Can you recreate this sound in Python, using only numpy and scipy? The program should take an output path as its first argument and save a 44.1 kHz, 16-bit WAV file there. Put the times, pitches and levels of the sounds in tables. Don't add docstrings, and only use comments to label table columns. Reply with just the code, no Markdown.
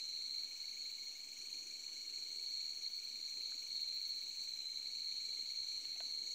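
import sys
import numpy as np
from scipy import signal
from scipy.fft import rfft, irfft, next_fast_len
from scipy.io import wavfile
from scipy.ndimage import uniform_filter1d, map_coordinates

SR = 44100
rng = np.random.default_rng(int(sys.argv[2]) if len(sys.argv) > 2 else 0)


def inscribe(sig):
    pcm = np.round(np.clip(np.atleast_2d(sig).T, -1, 1) * 32767)
    wavfile.write(sys.argv[1], SR, pcm.astype(np.int16))


def amplitude_ratio(level_db):
    exponent = np.asarray(level_db, float) / 20
    return 10 ** exponent


N = 279594
STEP = 16

# one comb line f/Hz, wing strokes/s, level/dB, direct share/1
CRICKETS = [
    (4252, 74.5, .5, .75),
    (4165, 71.2, 0, .75),
    (4178, 72.8, -1.5, .75),
]
# f/Hz, level/dB
WING_RESONANCES = [
    [(3600, -37), (3800, -34.5), (3960, -26), (4030, -9.5), (4100, -2.5), (4250, -6), (4400, -1.5),
     (4480, -14.5), (4600, -35.5), (4900, -55)],
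    [(3600, -37), (3800, -21.5), (3960, -15), (4030, -10.5), (4100, -2.5), (4200, 4.5), (4380, -4),
     (4450, -13.5), (4600, -24), (4900, -29)],
    [(3600, -31.5), (3800, -17), (3960, -13.5), (4030, -10), (4100, -19), (4200, -1.5), (4380, -3.5),
     (4450, -10.5), (4600, -33.5), (4900, -30.5)],
]
# t/s, level/dB
TRILL_LEVEL = [(0.0, -46), (0.41, -44), (0.48, -51.5), (0.71, -48), (1.38, -53.5), (1.55, -45.5),
               (1.61, -51.5), (2.67, -44.5), (2.81, -50.5), (2.83, -44.5), (3.12, -50), (3.46, -44.5),
               (3.67, -48.5), (3.73, -43.5), (4.59, -48), (5.49, -44), (5.83, -46), (6.34, -45)]
# t/s, loudest pitch f/Hz
FACING = [(0, 4180), (.42, 4260), (.55, 4240), (1.4, 4278), (2.6, 4254), (2.95, 4286), (3.3, 4250),
          (4.0, 4250), (4.45, 4230), (4.65, 4090), (4.9, 4230), (5.3, 4247), (6.34, 4245)]
# t/s, delay/ms
BEAT_DELAY = [(0.0, 3.5), (0.35, 6), (1.05, 9), (2.1, 11.7), (2.6, 11.5), (3.15, 8), (3.5, 9.8),
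              (4.7, 10.2), (5.25, 12.5), (6.34, 15.8)]
# start/ms, length/ms, first f/Hz, last f/Hz, level/dB
SYLLABLES = [
    (-9.5, 16.93, 2215, 2870, 8),
    (3, 14, 2230, 2470, -1),
    (14.5, 17.6, 2240, 2200, -11.5),
]
# t/s, level/dB, share of pitch rise/1, overtone level/dB
LOW_SINGER = [(0.0, -67, 0.95, -22), (0.83, -64, 0.93, 0), (1.18, -64.5, 1, 0), (2.63, -66.5, 0.68, 0),
              (3.21, -65.5, 0.86, -33), (4.68, -66.5, 0.67, -9), (5.38, -64, 0.76, 0.5),
              (5.95, -67.5, 0.29, -13), (6.34, -67.5, 0.19, 8)]
# f/Hz, density/dB per Hz
CHORUS_COLOUR = [(5000, -28.5), (5400, -16), (5700, -0.5), (5850, 1), (6020, -7), (6250, -0.5),
                 (6500, -4.5), (6700, -1.5), (7100, -7), (7400, -5), (7800, -9), (8300, -14.5),
                 (9500, -22.5), (11000, -29.5)]
# middle t/s, half length/s, rise/dB
WHISTLE_PHRASES = [
    (1.55, 0.22, 8),
    (4.35, 0.39, 14),
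    (6.15, 0.75, 17),
]
# f/Hz, density/dB per Hz
AIR_COLOUR = [(20, -13), (70, -15), (105, -13), (150, -36), (200, -1.5), (300, 0), (650, -6), (1200, -10),
              (2000, -7), (2400, 5.5), (2700, -3), (2950, 0.5), (3500, -1.5), (5000, -2), (10000, -14.5),
              (15000, -10)]
# middle t/s, half length/s, rise/dB
TRAFFIC_PASSES = [
    (1.6, 0.35, 16),
    (2.25, 0.27, 14.5),
    (3.39, .04, 19.5),
    (3.56, 0.032, -1),
    (6.05, 0.52, 16),
]
# f/Hz, level/dB
MOTORS = [
    (101, -93.5),
    (119.7, -97.5),
]
# middle t/s, half length/s, rise/dB
HUM_SWELLS = [
    (5.75, .28, 7),
    (3.1, .2, -9),
]
# t/s, strokes so far/1, level/dB
RASP_STROKES = [(0.08, 0, -76), (0.485, 6, -72.5), (1.305, 18, -72), (1.5, 21, -77), (1.85, 26, -79),
                (2.14, 30, -75), (2.82, 40, -72), (2.95, 42, -69), (3.285, 47, -72.5), (3.597, 52, -72),
                (4.005, 58, -66), (4.277, 62, -66.5), (4.42, 64, -71), (4.68, 68, -74), (4.905, 71, -80),
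                (6.31, 92, -78)]
# f/Hz, density/dB per Hz
RASP_COLOUR = [(9000, -31), (11500, -5), (13500, -4), (14500, -7), (15300, 9), (17000, 0)]
# t/s, peak level/dB, f/Hz, t60/s, crack level/dB
TWIG_TICKS = [(1.892, -67, 1130, 0.012, -1.5), (3.375, -71, 320, 0.066, -22),
              (3.521, -56, 1560, 0.0085, -19), (3.55, -62, 296, 0.049, -20),
              (5.287, -62.5, 433, 0.037, -12), (5.389, -57, 413, 0.014, -14), (5.756, -72, 3300, .008, -3),
              (5.85, -58, 2960, 0.012, -6), (5.96, -54.5, 2750, 0.006, -16), (5.962, -61, 705, 0.022, -20),
              (6.005, -51, 693, 0.034, -4), (6.005, -48, 930, 0.0093, -27),
              (6.006, -66.5, 1510, 0.042, -20), (6.06, -63.5, 250, 0.086, -20)]
# f/Hz, level/dB
CRACK_COLOUR = [(450, -48), (700, -6), (1500, -4), (3500, 3), (6000, -28), (12000, -25)]

FLICKER_DB, LEAN_DB_PER_HZ = 1.13, 0.09
CHIRP_RATE_HZ, THROB_RATE_HZ = 23.49, 8.3
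CHORUS_DB, HIGH_WHISTLE_DB, LOW_WHISTLE_DB, RUMBLE_DB = -59, -79, -77.5, -82
STROKE_MS, STROKE_SPREAD_MS, LATE_MS, UNEVEN_DB = 31, 4, 2.5, 1.3
VALLEY_LOW_HZ, VALLEY_HIGH_HZ, TOP_HZ = 4780, 5200, 15600


def unit(x):
    return x / np.sqrt(np.mean(np.abs(x) ** 2) + 1e-20)


def curves(rows):
    s, *cols = np.transpose(rows)
    return [np.interp(np.arange(N) / SR, s, c) for c in cols]


def wobble(rate_hz):
    knots = rng.standard_normal(400 + N // 100)
    return map_coordinates(knots, [np.arange(N) * rate_hz / SR], order=1)


def swells(rows):
    t = np.arange(N) / SR
    return sum(db * np.exp(-((t - s) / half_s) ** 2) for s, half_s, db in rows)


def coloured(x, points):
    m = next_fast_len(N + 8192)
    f, db = np.transpose(points)
    hz = np.fft.rfftfreq(m, 1 / SR)
    gain = amplitude_ratio(np.interp(np.log(hz + 1), np.log(f), db))
    return irfft(rfft(x, m) * gain, m)[:N]


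def patchy(patchy_db):
    z = signal.stft(rng.standard_normal(N), nperseg=512)[2]
    field = uniform_filter1d(rng.standard_normal(z.shape), 5, 0)
    field = unit(uniform_filter1d(field, 16, 1))
    return signal.istft(z * amplitude_ratio(patchy_db * field), nperseg=512)[1][:N]


def fading(narrow_hz, wide_hz, wide_db):
    knots = rng.standard_normal((2, 2, next_fast_len(N // STEP + 1)))
    hz = np.fft.fftfreq(knots.shape[-1], STEP / SR)
    slow, fast = knots[0] + 1j * knots[1]
    slow = unit(np.fft.ifft(slow / (1 + (hz / narrow_hz) ** 2)))
    fast = unit(np.fft.ifft(fast / (1 + (hz / wide_hz) ** 4)))
    return unit(slow + amplitude_ratio(wide_db) * fast)[:N // STEP + 1]


def carried(envelope, hz):
    full = signal.resample_poly(envelope, STEP, 1)[:N]
    return np.real(full * np.exp(2j * np.pi * hz * np.arange(N) / SR))


def steadied(x, size):
    return x / np.sqrt(np.abs(uniform_filter1d(np.abs(x) ** 2, size, axis=-1)) + 1e-20)


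def leaves(x, t60_s, wet_db):
    hop = SR // 4
    t = np.arange(hop) / SR
    out = np.zeros(N + 3 * hop)
    padded = np.pad(x, (hop, 2 * hop))
    for i in range(0, N + hop, hop):
        tail = rng.standard_normal(hop) * amplitude_ratio(-60 * t / t60_s)
        piece = padded[i:i + 2 * hop] * np.hanning(2 * hop)
        echo = signal.fftconvolve(piece, tail / np.linalg.norm(tail))
        echo = echo[max(hop - i, 0):]
        out[max(i - hop, 0):][:len(echo)] += echo
    return x + amplitude_ratio(wet_db) * out[:N]


def trill():
    (level_db,), (pitch_hz,) = curves(TRILL_LEVEL), curves(FACING)
    turn_hz = np.pad(pitch_hz - pitch_hz.mean(), (0, STEP), 'edge')[::STEP][:N // STEP + 1]
    tilt_db = LEAN_DB_PER_HZ * turn_hz
    t = np.arange(len(tilt_db)) * STEP / SR
    song, centre_hz = np.zeros(len(t), complex), 4200
    for (line_hz, stroke_hz, db, share), resonance in zip(CRICKETS, WING_RESONANCES):
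        direct = fading(narrow_hz=5, wide_hz=15, wide_db=-6)
        for k in np.arange(-9, 10):
            hz = line_hz + k * stroke_hz
            path = fading(narrow_hz=8, wide_hz=45, wide_db=abs(k) / 2 - 5) + share * direct
            sweep = 0.278 * k * k
            lean = np.interp(hz - centre_hz, [-450, -150, 200, 450], [0, -1, 1, 0])
            level = amplitude_ratio(db + np.interp(hz, *np.transpose(resonance)) + lean * tilt_db)
            song += level * path * np.exp(1j * (2 * np.pi * (hz - centre_hz) * t + sweep))
    gain = amplitude_ratio(level_db + 4 + FLICKER_DB * wobble(12))
    return gain * carried(steadied(song, size=280), centre_hz)


def beat():
    return (np.arange(N) / SR - curves(BEAT_DELAY)[0] / 1000) * CHIRP_RATE_HZ + 2


def chirper():
    level_db, rise_share, overtone_db = curves(LOW_SINGER)
    tone, overtone = np.zeros(N), np.zeros(N)
    for start_ms, length_ms, first_hz, last_hz, db in SYLLABLES:
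        cycles = beat() - start_ms / 1000 * CHIRP_RATE_HZ
        pitch, size, start, rise = rng.standard_normal((200, 4))[cycles.astype(int)].T
        t, life_s = cycles % 1 / CHIRP_RATE_HZ, length_ms / 1000
        rise_hz = (last_hz - first_hz) * (1 + .35 * rise) * rise_share
        turns = t * (first_hz + rise_hz * (t / life_s) ** 3 / 4)
        phase = 2 * np.pi * ((1 + 0.0066 * pitch) * turns + start)
        shape = amplitude_ratio(db + 1.8 * size) * np.sin(np.pi * np.clip(t / life_s, 0, 1))
        tone += shape * np.sin(phase)
        overtone += shape * np.sin(3 * phase)
    near = steadied(leaves(tone, t60_s=.07, wet_db=-5), size=7510)
    far = unit(leaves(overtone, t60_s=0.069, wet_db=1.0))
    return amplitude_ratio(level_db - 2) * (near + amplitude_ratio(overtone_db) * far)


def chorus():
    throb = np.cos(2 * np.pi * (beat() - .2))
    band_db = CHORUS_DB + .5 * wobble(2.1) - 0.8 + 0.44 * wobble(35)
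    band = amplitude_ratio(band_db) * unit(coloured(patchy(patchy_db=2.0), CHORUS_COLOUR))
    pulsing = coloured(band, [(5900, -1), (6200, -10.0), (9000, 1.0)])
    band = band + (amplitude_ratio(2 * throb) - 1) * pulsing
    high = carried(fading(narrow_hz=25.1, wide_hz=68, wide_db=-16), hz=6330) * (1 + .5 * throb)
    high = amplitude_ratio(HIGH_WHISTLE_DB + swells(WHISTLE_PHRASES)) * high
    low = carried(fading(narrow_hz=30, wide_hz=90, wide_db=-3), hz=2895) * amplitude_ratio(1.5 * wobble(9))
    low = amplitude_ratio(LOW_WHISTLE_DB + 2.2 * wobble(0.92)) * low
    return band + high + low


def air():
    t = np.arange(N) / SR
    floor = amplitude_ratio(-65) * unit(coloured(patchy(patchy_db=1.18), AIR_COLOUR))
    rumble_colour = [(170, -21), (220, -9.5), (330, -2), (450, -9.0), (750, -25.5)]
    rumble = unit(coloured(patchy(patchy_db=3.0), rumble_colour))
    rumble = amplitude_ratio(RUMBLE_DB + swells(TRAFFIC_PASSES) - 7) * rumble
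    throb = np.sin(2 * np.pi * np.cumsum(THROB_RATE_HZ + 2.5 * wobble(3)) / SR)
    load_db = swells(HUM_SWELLS) + 1.5 * wobble(6) + 8 * throb
    hum = sum(amplitude_ratio(db + load_db) * np.sin(2 * np.pi * hz * t) for hz, db in MOTORS)
    return floor + hum + rumble


def rasp():
    gate, t = np.zeros(N + SR), np.arange(SR // 10) / SR
    when_s, number, level_db = np.transpose(RASP_STROKES)
    strokes = np.arange(number[-1] + 1)
    luck = rng.standard_normal((len(strokes), 3))
    for n, (late, longer, louder) in zip(strokes, luck):
        s = np.interp(n, number, when_s) + LATE_MS / 1000 * late
        length_s = (STROKE_MS + STROKE_SPREAD_MS * longer) / 1000
        attack = np.clip(t / 0.0022, 0, 1) * (1 + .6 * np.exp(-t / 0.0024))
        release = np.clip((length_s + 0.0035 - t) / 0.0048, 0, 1)
        level = amplitude_ratio(np.interp(n, number, level_db) + UNEVEN_DB * louder)
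        gate[round(s * SR):][:len(t)] += level * attack * release
    teeth = unit(coloured(rng.standard_normal(N) * amplitude_ratio(3 * wobble(900)), RASP_COLOUR))
    return amplitude_ratio(3.5) * gate[:N] * teeth


def ticks():
    rings, cracks, t = np.zeros(N + SR), np.zeros(N + SR), np.arange(SR // 8) / SR
    for s, db, hz, t60_s, crack_db in TWIG_TICKS:
        i = round(s * SR)
        ring = np.sin(2 * np.pi * hz * t) * (1 - np.exp(-t / 0.00057))
        rings[i:][:len(t)] += amplitude_ratio(db - 60 * t / t60_s) * ring
        crack = rng.standard_normal(len(t)) + 8 * (t == 0)
        cracks[i:][:len(t)] += amplitude_ratio(db + crack_db + 16.5 - 60 * t / 0.0038) * crack
    dull = coloured(rings[:N], [(120, -30), (220, -1), (9000, 20.0)])
    return dull + coloured(cracks[:N], CRACK_COLOUR)


def masked(x):
    f, _, z = signal.stft(x, SR, nperseg=1024)
    hz = f[:, None]
    trill_db = 10 * np.log10(uniform_filter1d(np.sum(np.abs(z) ** 2, axis=0), size=7) + 1e-12)
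    chance = uniform_filter1d(rng.standard_normal(z.shape), 3, 0)
    chance_db = 2 * unit(uniform_filter1d(chance, 4, 1))
    slope_db = 4 * (VALLEY_HIGH_HZ - hz) / (VALLEY_HIGH_HZ - VALLEY_LOW_HZ)
    loud = trill_db - np.median(trill_db) + chance_db - slope_db > -1.8
    emptied = loud & (slope_db > 0) & (slope_db < 4)
    return signal.istft(z * (~emptied & (hz < TOP_HZ)), SR, nperseg=1024)[1][:N]


def scene():
    return (trill() + chirper() + chorus() + air() + rasp() + ticks())[None]


def top_cut(x):
    return signal.sosfilt(signal.butter(12, 15670, fs=SR, output="sos"), x)


def record(dry):
    mix = masked(dry[0])[None] - .0003
    return top_cut(mix)


dry = scene()
out = record(dry)
inscribe(out)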